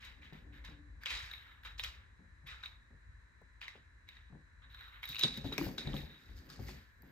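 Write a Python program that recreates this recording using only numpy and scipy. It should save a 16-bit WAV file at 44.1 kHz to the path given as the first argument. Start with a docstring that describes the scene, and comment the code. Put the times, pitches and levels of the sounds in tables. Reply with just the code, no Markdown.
"""Cat and cap on a hardwood floor

A cat bats a small plastic cap about a hardwood hallway, near a hand-held phone. Claws tick and drag on the
boards as short blows and dense slips; the cap rattles and slides as a set of resonances; paws thump
in a pounce as damped low swings. The hallway answers with briefly decaying noise.
The house rumbles, the boards flex, and a fan hisses and whines as steady noise and a tone."""
import sys
import numpy as np
from scipy import signal
from scipy.fft import rfft, irfft, next_fast_len
from scipy.io import wavfile
from scipy.ndimage import map_coordinates

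SR = 44100
rng = np.random.default_rng(int(sys.argv[2]) if len(sys.argv) > 2 else 0)


def waveform_to_disk(signal):
    """Save audio, clipped to [-1, 1], as 16-bit WAV at the path in sys.argv[1]."""
    frames = np.transpose(np.atleast_2d(signal))
    scaled = np.clip(frames, -1, 1) * 32767
    samples = np.round(scaled).astype(np.int16)
    wavfile.write(sys.argv[1], SR, samples)


N = 313917  # samples
TOP_HZ = 16600  # band limit
TICK_WET_DB = -6  # ticks' drive of the hallway

# Paw thumps. Each row: start in seconds, nominal level in dB, pitch in Hz, t60 in seconds,
# hollow knock in dB relative to that level before a fixed trim.
THUMPS = [(0.191, -59, 293, 0.33, -21), (0.324, -40, 153, 0.14, -16), (0.465, -55.5, 293, 0.53, -26),
          (0.53, -63, 293, 0.36, -28), (0.687, -46, 158, 0.16, -15), (0.71, -53, 293, 0.44, -22),
          (0.789, -56, 293, 0.39, -27), (0.85, -61.5, 293, 0.24, -30), (2.193, -54, 178, 0.34, -34),
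          (2.213, -59, 230, 0.19, -30), (2.439, -54, 138, 0.39, -18), (2.905, -55, 230, 0.11, -32),
          (2.93, -55.5, 145.5, 0.18, -38), (3.415, -58, 181, 0.11, 2), (3.753, -58, 153, 0.087, 8.5),
          (3.775, -56.5, 118, 0.12, -1), (4.3, -53, 196, 0.13, -35), (4.325, -44, 145, 0.19, -45),
          (4.35, -47.5, 189, 0.14, -41), (4.656, -60.5, 113, 0.21, -27), (5.095, -46.5, 137, 0.12, -40),
          (5.235, -33.5, 370, 0.07, -11), (5.242, -30, 129, 0.07, -7.5), (5.375, -36.5, 219, 0.13, -21),
          (5.444, -32.5, 106, 0.18, -14), (5.451, -32, 278, 0.26, -15), (5.52, -36, 415, 0.068, -9),
          (5.582, -32, 285.7, 0.44, 0.5), (5.611, -27, 328, 0.17, -15), (5.666, -31, 111, 0.09, -15),
          (5.688, -36, 190, 0.19, -19), (5.781, -45, 389, 0.086, -5.5), (5.853, -37.5, 120, 0.086, -37),
          (5.87, -28.5, 149, 0.087, -45), (5.897, -50, 149, 0.17, -19), (5.938, -28.5, 222, 0.044, -13.5),
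          (6.03, -41, 60.5, 0.25, -35), (6.291, -53, 60, 0.46, -31), (6.591, -36, 104, 0.18, -18.5),
          (6.688, -48.5, 367, 0.16, 1), (7.031, -49.5, 139, 0.059, -17)]
# Resonances of the floorboards. Each row: frequency in Hz, width in Hz, relative level in dB.
BOARD_MODES = [(141.4, 10, 4), (183.3, 29, 2.5), (244, 59, 5), (293, 54, 3), (322.2, 17, -4.5),
               (363, 22, -8.5), (457.5, 92, -5.5), (535.5, 27.6, -6), (880, 240, -2.5)]
# Spectrum of claw on wood. Each row: frequency in Hz, relative density in dB per Hz.
CLAW_SPECTRUM = [(290, -59.5), (500, -8.5), (642, -22.5), (981, -3.5), (1350, -3.5), (1670, -0.5),
                 (2200, -1.5), (3850, -5.5), (5000, -38.5), (6500, -56), (11000, -120)]
# Spectrum of rustle and crack. Each row: frequency in Hz, relative density in dB per Hz.
CRACK_SPECTRUM = [(2530, -20), (4300, -5.5), (4970, -3), (5320, -9), (6940, -13.5), (10500, -29.5),
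                  (13600, -89.5), (22000, -120)]
# Fine treble of a sharp contact. Each row: frequency in Hz, relative density in dB per Hz.
FINE_SPECTRUM = [(8000, -60), (10500, -26), (11500, -13), (12500, -5), (13300, 0), (14200, -6),
                 (15400, -11), (16000, -26), (17000, -70)]
# Stereo width of the sound field. Each row: frequency in Hz, side minus mid in dB.
WIDTH = [(60, -17.5), (200, -14), (380, -5.5), (700, 2.5), (1300, 0.5), (2400, 1.5), (4400, 1.5),
         (6500, 0.5), (9500, 3), (11000, 17.5), (12500, -9), (15000, -16)]


def amp(db):
    """Decibel law: the gain of a level in dB."""
    return 10 ** (np.asarray(db) / 20)


def unit(x):
    """Normalisation by mean power: x at rms 1."""
    return x / np.sqrt(np.mean(x ** 2) + 1e-20)


def along(points, hz):
    """Interpolation of (Hz, value) points on a logarithmic frequency axis."""
    f, v = np.transpose(points)
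    return np.interp(np.log(hz + 1), np.log(f + 1), v)


def curve(points):
    """Linear interpolation of (second, value) points, one value per sample."""
    s, v = np.transpose(points)
    return np.interp(np.arange(N) / SR, s, v)


def filtered(x, response):
    """Linear filtering: the spectrum of x times a complex response of frequency."""
    m = next_fast_len(N + SR // 2)
    return irfft(rfft(x, m) * response(np.fft.rfftfreq(m, 1 / SR)), m)[..., :N]


def through(x, h):
    """Convolution of x with an impulse response along time."""
    return signal.fftconvolve(np.atleast_2d(x), h[None], axes=1)[:, :N]


def causal(points, size=2048):
    """Minimum-phase impulse response of a spectrum by folding its cepstrum, at energy 1."""
    magnitude = amp(along(points, np.fft.rfftfreq(size, 1 / SR)))
    cepstrum = irfft(np.log(magnitude + 1e-5))
    cepstrum[1:size // 2] *= 2
    cepstrum[size // 2 + 1:] = 0
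    h = irfft(np.exp(rfft(cepstrum)))
    return h / np.linalg.norm(h)


def ringing(modes, size=4096):
    """Modal superposition: damped sines of alternating sign, the wider the faster to decay, at energy 1."""
    t = np.arange(size) / SR
    h = np.zeros(size)
    for k, (hz, width_hz, db) in enumerate(modes):
        decay = np.exp(-np.pi * width_hz * t)
        h += (-1) ** k * amp(db) * np.sqrt(width_hz) * decay * np.sin(2 * np.pi * hz * t)
    return h / np.linalg.norm(h)


def noise(spectrum, width, db=0):
    """Coloured Gaussian noise, unrelated in mid and side; the mid's level may change in time."""
    white = rng.standard_normal((2, N))

    def colour(hz):
        mid_db = along(spectrum, hz)
        return amp([mid_db, mid_db + along(width, hz)])

    return filtered(white * amp(db), colour) / np.std(filtered(white, colour)[0])


def envelopes(start, hold, rise, fade, size=16):
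    """Exponential relaxation, one row per event: it rises, holds and fades, in steps of size samples."""
    age = np.arange(0, N, size) / SR - start[:, None]
    hold, rise, fade = (np.reshape(v, (-1, 1)) for v in (hold, rise, fade))
    rising = 1 - np.exp(-np.maximum(age, 0) / rise)
    fading = np.exp(-np.maximum(age - hold, 0) / fade)
    return np.repeat(rising * fading, size, axis=1)[:, :N]


def house():
    """Stationary noise and tone: rumble and flexing boards of uneven level, steady fan hiss and thin whine."""
    # Rumble spectrum. Each row: frequency in Hz, relative density in dB per Hz.
    rumble_spectrum = [(13, -40.5), (22, -31.5), (33, -12.5), (49, 6.5), (64, 5), (108, -7), (130, -18),
                       (170, -20), (290, -120)]
    # House rumble. Each row: time in seconds, level in dB before its waver.
    rumble_levels = [(0.0, -66.5), (0.1, -60.5), (0.63, -54), (1.01, -57), (1.07, -63.5), (1.15, -52),
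                     (1.49, -63), (1.9, -55), (1.96, -59.5), (2.7, -58), (2.91, -69), (2.95, -56),
                     (3.05, -66), (3.09, -55.5), (3.25, -64), (5.41, -58.5), (5.47, -47), (5.59, -61),
                     (5.67, -46), (5.79, -65), (5.89, -43.5), (6.24, -69), (6.32, -49.5), (6.56, -65),
                     (6.6, -53), (6.9, -65), (7.04, -62.5), (7.12, -67)]
    # Boards flexing as the cat shifts. Each row: time in seconds, level in dB before a fixed trim.
    weight_levels = [(0, -66.5), (.5, -56), (.85, -67), (1.0, -65), (1.4, -74), (1.9, -68.5), (2.6, -77),
                     (3.3, -83.5), (4.1, -78.5), (4.7, -78), (5.0, -80), (5.3, -55), (5.65, -44),
                     (6.0, -45), (6.2, -62), (6.5, -53), (6.75, -48), (6.92, -77), (7.12, -51)]
    # Fan and microphone hiss. Each row: frequency in Hz, relative density in dB per Hz.
    hiss_spectrum = [(71, -14.5), (120, -1.5), (167, -13), (227, -8.5), (372, -16), (610, -21.5),
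                     (797, -24), (999, -11), (1250, -15), (1740, -3), (3100, -31), (4050, -23),
                     (4580, -31.5), (7350, -30.5), (16400, -55.5)]
    # Stereo width of the hiss. Each row: frequency in Hz, side minus mid in dB.
    hiss_width = [(60, -10.5), (110, 1.5), (200, -3), (380, -2.5), (700, 3.5), (1290, -1.5), (2380, 1.5),
                  (4400, -2.5), (8120, 1), (15000, -0.5)]
    # Fan whine. Each row: frequency in Hz, nominal level in dB.
    whine_tones = [(3957, -88.5)]
    waver_db, wavers_per_s, hiss_db = 1.5, 9, -70.5
    flex_db, flex_rise_s, flex_fade_s = -3, 0.0042, 0.039  # each thump flexes the boards; fade to 1/e

    waver = map_coordinates(rng.standard_normal(200), [np.arange(N) * wavers_per_s / SR])
    rumble = noise(rumble_spectrum, WIDTH, curve(rumble_levels) + waver_db * waver)

    start, thump_db = np.transpose(THUMPS)[:2]
    thump_energy = amp(thump_db + flex_db) ** 2 @ envelopes(start, 0, flex_rise_s, flex_fade_s) ** 2
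    flex = np.sqrt(amp(curve(weight_levels)) ** 2 + thump_energy)
    creak_force = noise([(60, -44), (120, -0.5), (380, 0.5), (700, -3), (1500, -21.5)], WIDTH)
    boards = through(creak_force, ringing(BOARD_MODES))
    boards = amp(-8.0) * flex * boards / np.std(boards[0])

    phase = [[0], [1.3]]  # radians, mid and side
    whine = sum(amp(db + 2.5) * np.sin(2 * np.pi * hz * np.arange(N) / SR + phase) for hz, db in whine_tones)
    return rumble + boards + noise(hiss_spectrum, hiss_width, hiss_db) + whine


def scratches(pitch_hz, rate=650, cycles=1.84, spread=0.17, size=256):
    """Stick-slip: claw tips catch in the grain, giving short damped chirps scattered about a moving pitch."""
    start = np.sort(rng.integers(0, N, round(rate * N / SR)))  # rate per second
    bend, strength = rng.standard_normal((2, len(start), 1))
    age = np.arange(size) / SR * pitch_hz[start, None] * np.exp(spread * bend)  # in cycles
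    chirps = strength * np.sin(2 * np.pi * age) * age * np.exp(-age / cycles)
    place = start[:, None] + np.arange(size)
    return unit(np.bincount(place.ravel(), chirps.ravel())[:N])


def drag():
    """Sliding friction: dense slips of uneven size over a smooth rub; the dull sound and the force on the cap."""
    # Strokes of claw and cap over the boards. Each row: start in seconds, hold in seconds,
    # claw level in dB, scratch pitch in Hz, then in dB relative to the claw cap ring, fur rustle
    # and fine treble, all levels before fixed trims.
    strokes = [(0.0, 0.066, -55, 2200, -6.5, -15.5, -24), (0.03, 0.017, -58, 2050, 3, -10, -25),
               (0.213, 0.047, -57.5, 2280, -10, -19.5, -28), (0.32, 0.042, -59, 1860, -11, -19, -22),
               (0.522, 0.044, -59.5, 1900, -10, -21, -24), (0.638, 0.021, -51.5, 2050, -4, -14.5, -27),
               (1.008, 0.014, -56, 2180, -21.5, -16, -22), (1.051, 0.061, -42.5, 2540, -4.5, -11.5, -27),
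               (1.093, 0.016, -41, 2420, -4, -8.5, -26), (1.128, 0.036, -44.5, 3250, 0, -10, -35),
               (1.173, 0.026, -48.5, 2100, -6, -11, -23), (1.217, .06, -52, 1980, -8, -12, -24),
               (1.314, 0.053, -54.5, 1990, 0.5, -21, -18.5), (1.391, 0.11, -59, 1660, -8, -26, -24),
               (1.628, .02, -56.5, 1785, -15, -19, -16), (1.646, 0.0087, -47.5, 1750, -1.5, -16.5, -31),
               (1.777, 0.011, -55, 3090, 5, -3, -15), (1.827, 0.012, -43.5, 2990, -3, -8.5, -20),
               (1.86, 0.11, -61, 1850, -10, -20, -32), (2.459, 0.056, -49, 1967, -4, -16, -30),
               (2.626, 0.0049, -49.5, 1616, -5, -13.5, -23), (2.666, 0.053, -68, 1760, 7, -21, -23),
               (3.608, 0.016, -49, 2300, -7.5, -13.5, -31), (3.678, 0.014, -60.5, 2050, 4, -8, -25),
               (3.71, 0.04, -61, 2050, -15, -21, -35), (4.067, 0.1, -64, 2210, -2.5, -17, -26),
               (4.616, 0.013, -63, 1645, -4, -38, -36), (4.69, .09, -62.5, 1668, 2, -22, -17),
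               (4.776, 0.0833, -57.5, 1760, -0.5, -21, -20), (4.913, 0.042, -56.5, 1900, -5.5, -38, -21),
               (5.023, .012, -49, 2280, -14, -13, -18), (5.069, 0.046, -54.5, 2450, 10, -4.5, -4.5),
               (5.179, 0.0084, -43.5, 2780, 3, -9.5, -13), (5.2, .025, -55, 2700, 16, -18, -18),
               (5.221, 0.016, -41, 2530, 10, -4, -28), (5.321, 0.053, -54, 2300, 5, -6.5, -16.5),
               (5.438, 0.031, -53.5, 2230, 4.5, -9.5, -12), (5.517, 0.0093, -46.5, 1965, -2, -11.5, -18),
               (5.573, 0.078, -50, 2040, -12, -5, -6), (5.776, 0.011, -46, 2410, 4.5, -7, -22),
               (5.838, 0.072, -55, 2050, 2.5, -11, -19), (5.942, 0.039, -53.5, 2200, 4, -7, -8),
               (6.047, 0.096, -62.5, 1950, 1.5, -17, -17), (6.163, 0.15, -67.5, 1760, -1.5, -9, -12),
               (6.352, 0.033, -67, 1720, -14, 0, -7), (6.44, 0.035, -69, 1800, -20, -8, -7),
               (6.485, 0.056, -59.5, 1610, -25, -2.5, -15), (6.586, 0.12, -63.5, 1710, -28, -3.5, -3.5),
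               (6.662, 0.03, -57, 2050, -26, -1, -13), (6.718, 0.068, -61.5, 1810, -9, -14.5, -27),
               (6.853, 0.16, -88.5, 1710, -14, -16.5, -1), (7.032, 0.1, -71.5, 1760, -21, -13, -7.5)]
    start, hold, db, hz, cap_db, rustle_db, fine_db = np.transpose(strokes)
    slips_per_s = 1600

    size = amp(3 * np.minimum(rng.exponential(size=N), 3))
    slips = (rng.random(N) < slips_per_s / SR) * size * rng.standard_normal((4, N))
    force = unit(unit(slips) + amp(-1.0) * rng.standard_normal((4, N)))

    # Rise and fade (to 1/e), in seconds, are both slower for a long hold.
    rise, fade = 0.00347 + 0.051 * hold, 0.04 + 0.31 * hold
    energy = envelopes(start, hold, rise, fade) ** 2 + 1e-12
    level = np.sqrt(amp([db, db + rustle_db, db + fine_db, db + cap_db]) ** 2 @ energy)
    pitch_hz = (amp(db) ** 2 * hz) @ energy / level[0] ** 2  # energy-weighted mean

    claw, rustle, fine, cap = force * level * amp([[-9], [-3.5], [-6], [-7.5]])
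    dull = amp(-9.0) * level[0] * scratches(pitch_hz) + through(claw, causal(CLAW_SPECTRUM))
    dull = dull + through(rustle, causal(CRACK_SPECTRUM)) + through(fine, causal(FINE_SPECTRUM))
    return dull, cap


def ticks(spread=.0012, cycles=1.6):
    """Impact excitation: a short rough blow with a few cycles of its own pitch; rows are sound and its lean."""
    # Ticks of claw or cap. Each row: start in seconds, nominal level in dB, click pitch in Hz,
    # then in dB relative to that level, before fixed trims, cap ring, crack and fine treble.
    tick_rows = [(0.0507, -47, 2120, -25, -1.5, -11), (0.2226, -54, 2400, -5, -25, -31),
                 (0.2534, -50, 1700, -15, -22, -42), (0.3317, -51, 2020, -6, -10, -20),
                 (0.5414, -55.5, 1700, -14, -18, -26), (0.6493, -51.5, 2400, -6, 6, -18),
                 (1.035, -39.5, 1690, -23, -8.5, -24), (1.059, -26, 3200, -12, -12, -30),
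                 (1.0656, -29.5, 2370, -25, -25, -33), (1.1054, -31, 2280, -26, -14, -23),
                 (1.241, -39, 1800, -24, -23, -37), (1.3136, -41, 1720, 6, -32, -19),
                 (1.3361, -40.5, 2240, 4.5, -31, -18.5), (1.6345, -48, 1590, -18, -24, -22),
                 (1.6579, -41.5, 1430, -25, -33, -35), (1.7958, -27, 3240, -5, -41, -24),
                 (1.7995, -42.5, 2700, 10, -28, -12.5), (1.8377, -30, 2880, -11, -3.5, -25),
                 (1.8465, -29.5, 3300, -14, -27, -22), (2.472, -46.5, 2300, -25, -17, -15),
                 (2.6356, -37, 1610, 0.5, -21, -44), (2.6586, -38.5, 2400, 4, -33, -27),
                 (3.6153, -35.5, 2480, -16, -24, -29), (3.6284, -40, 2030, -29, -24, -38),
                 (3.681, -35, 2070, -8, -11, -31), (4.0884, -42, 2260, -1, -13, -18),
                 (4.168, -48, 1840, -2.5, -28, -44), (4.643, -49.5, 1590, -17, -34, -47),
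                 (4.7463, -47.5, 1560, 6.5, -33, -21), (4.809, -46, 1540, 1.5, -20, -20),
                 (4.882, -49.5, 1440, -19, -28, -23), (5.031, -32.5, 2260, -15, -31, -21),
                 (5.0388, -32.5, 2200, -5, -28, -25), (5.0544, -46, 1720, 10, -16, -2),
                 (5.0898, -40.5, 1770, 2, -8, 0.5), (5.13, -37, 2580, -22, -42, -33),
                 (5.1467, -34, 2500, -0.5, -33, -17.5), (5.157, -32.5, 2840, -17.5, -12, -27),
                 (5.165, -35, 2670, 4, -36, -28), (5.1938, -33, 3000, 0.5, 0.5, -8),
                 (5.211, -34.5, 2830, 8, -7.5, -30.5), (5.2354, -21.5, 3670, 4.5, 0, -39),
                 (5.2464, -42, 2260, 19.5, -16.5, -48), (5.3412, -49.5, 2740, 16, -29, -27),
                 (5.374, -49.5, 1880, 8.5, 6, -4), (5.458, -51, 1800, 8.5, -16, -15),
                 (5.5255, -44.5, 1230, 11.5, -28.5, -24.5), (5.5376, -45, 1380, -13.5, -13, -6),
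                 (5.5802, -21.5, 2380, -23, -8, -16), (5.7816, -40.5, 1580, 13.5, 1.5, -12),
                 (5.873, -46, 2310, 12.5, -27, -38), (5.9328, -42, 3180, -9, -17, -34),
                 (5.942, -46.5, 3210, -7, 2.5, -48), (5.9655, -42, 3400, 6.5, -22, -34),
                 (6.0614, -52.5, 2200, -12, -26, -26), (6.5007, -51.5, 1700, 1, 6, -7),
                 (6.6845, -42, 1960, -26.5, -14, -16), (7.021, -61, 2000, -26, -4, 2)]
    lean_db, lean_scatter_db = 1.5, 2  # left over right: mean and standard deviation
    force, t = np.zeros((5, 2, N + SR)), np.arange(SR // 50) / SR
    blows = rng.standard_normal((len(tick_rows), len(t))) * np.exp(-t / spread)
    pans_db = lean_db + lean_scatter_db * rng.standard_normal(len(tick_rows))
    for (s, db, hz, cap_db, crack_db, fine_db), blow, pan_db in zip(tick_rows, blows, pans_db):
        blow = blow / np.linalg.norm(blow)
        age = t * hz / cycles
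        click = np.sin(2 * np.pi * hz * t) * age * np.exp(1 - age)  # swells over a cycle or two
        shapes = np.array([click, blow, blow, blow, t == 0])  # the cap is struck by an impulse
        side = (amp(pan_db) - 1) / (amp(pan_db) + 1)
        gains = amp(db + np.array([-4, 4, crack_db + 10.5, fine_db + 16.5, cap_db + 12]))
        levels = np.outer(gains, [1, side])
        force[..., round(s * SR):][..., :len(t)] += levels[..., None] * shapes[:, None]
    click, claw, crack, fine, cap = force[..., :N]
    dull = click + through(claw, causal(CLAW_SPECTRUM))
    dull = dull + through(crack, causal(CRACK_SPECTRUM)) + through(fine, causal(FINE_SPECTRUM))
    return dull, cap


def hall(x, gap=0.0011):
    """Statistical reverberation: energy in each band decays exponentially as unrelated mid and side noise."""
    # Decay of the hallway. Each row: frequency in Hz, t60 in seconds.
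    decay_times = [(300, 0.67), (2000, 0.17), (5000, 0.037), (14000, 0.1)]
    delayed = np.pad(x, (round(gap * SR), 0))[:N]  # gap in seconds
    hz, t, z = signal.stft(delayed, SR, nperseg=256, noverlap=192)
    keep = amp(-120 * (t[1] - t[0]) / along(decay_times, hz))  # energy kept per frame: amplitude squared
    bands = zip(keep, np.abs(z) ** 2)
    energy = np.array([signal.lfilter([1 - k], [1, -k], row) for k, row in bands])
    field = signal.stft(rng.standard_normal((2, N)), SR, nperseg=256, noverlap=192)[2]
    field *= np.sqrt(energy / np.mean(np.abs(field) ** 2))
    tail = signal.istft(field, SR, nperseg=256, noverlap=192)[1][:, :N]
    return filtered(tail, lambda hz: amp([0 * hz, along(WIDTH, hz)]))


def thumps(push=0.0041, knock_push=.006):
    """Damped oscillation: a soft pad gives a low swing, rings the boards and adds a short hollow knock."""
    # Spectrum of the hollow knock. 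Each row: frequency in Hz, relative density in dB per Hz.
    knock_spectrum = [(200, -33.5), (400, 3), (600, 0), (900, -5), (1400, -12.5), (2500, -38.5)]
    out, t = np.zeros(N + SR), np.arange(SR // 2) / SR
    pushes = rng.standard_normal((len(THUMPS), len(t)))
    board_ring, knock_ring = ringing(BOARD_MODES), causal(knock_spectrum)

    def peak(x):
        return x / np.abs(x).max()

    for (s, db, hz, t60, knock_db), shove in zip(THUMPS, pushes):
        swing = np.sin(2 * np.pi * hz * t) * amp(-60 * t / t60) * (1 - np.exp(-t / 0.0015))
        wood = signal.fftconvolve(shove * np.exp(-t / push), board_ring)[:len(t)]
        knock = signal.fftconvolve(shove * np.exp(-t / knock_push), knock_ring)[:len(t)]
        thump = swing + 0.35 * peak(wood) + amp(knock_db + 2.5) * peak(knock)
        out[round(s * SR):][:len(t)] += amp(db - 3.5) * thump
    return out[:N]


def ports(x, lead_db=-3):
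    """Interaural-style cues: a near sound's lean in level, and its phase lead at the left port, as mid and side."""
    mid, *lean = np.atleast_2d(x)
    lead = filtered(mid, lambda hz: 1j * amp(along(WIDTH, hz) + lead_db))
    return np.array([mid, sum(lean) + lead])


def scene():
    """Superposition of near contacts, the hallway's answer and the house, as left and right."""
    # Resonances of the plastic cap. Each row: frequency in Hz, width in Hz, relative level in dB.
    cap_modes = [(3523, 180, 5.5), (3697, 35, 10), (3864, 71, 14), (4296, 68, -4.5), (4640, 200, -33.5)]
    rub, slide, tick, bat = map(ports, (*drag(), *ticks()))
    dull = tick + rub + hall(amp(TICK_WET_DB) * tick[0] + amp(-2.5) * rub[0])
    cap_force = bat + slide + hall(amp(TICK_WET_DB) * bat[0] + amp(-3.5) * slide[0])
    paws = thumps() * amp([[0], [-14]])  # mid and side
    mid, side = dull + through(cap_force, ringing(cap_modes)) + paws + house()
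    return np.array([mid + side, mid - side])


def record(dry):
    """Frequency response of the ports: the left hears more bass; nothing is kept above the band limit."""
    def response(hz):
        bass_db = 1.2 / (1 + (hz / 300) ** 2)
        return amp(np.outer([1, -1], bass_db)) * (hz < TOP_HZ)

    return filtered(dry, response)


dry = scene()
out = record(dry)
waveform_to_disk(out)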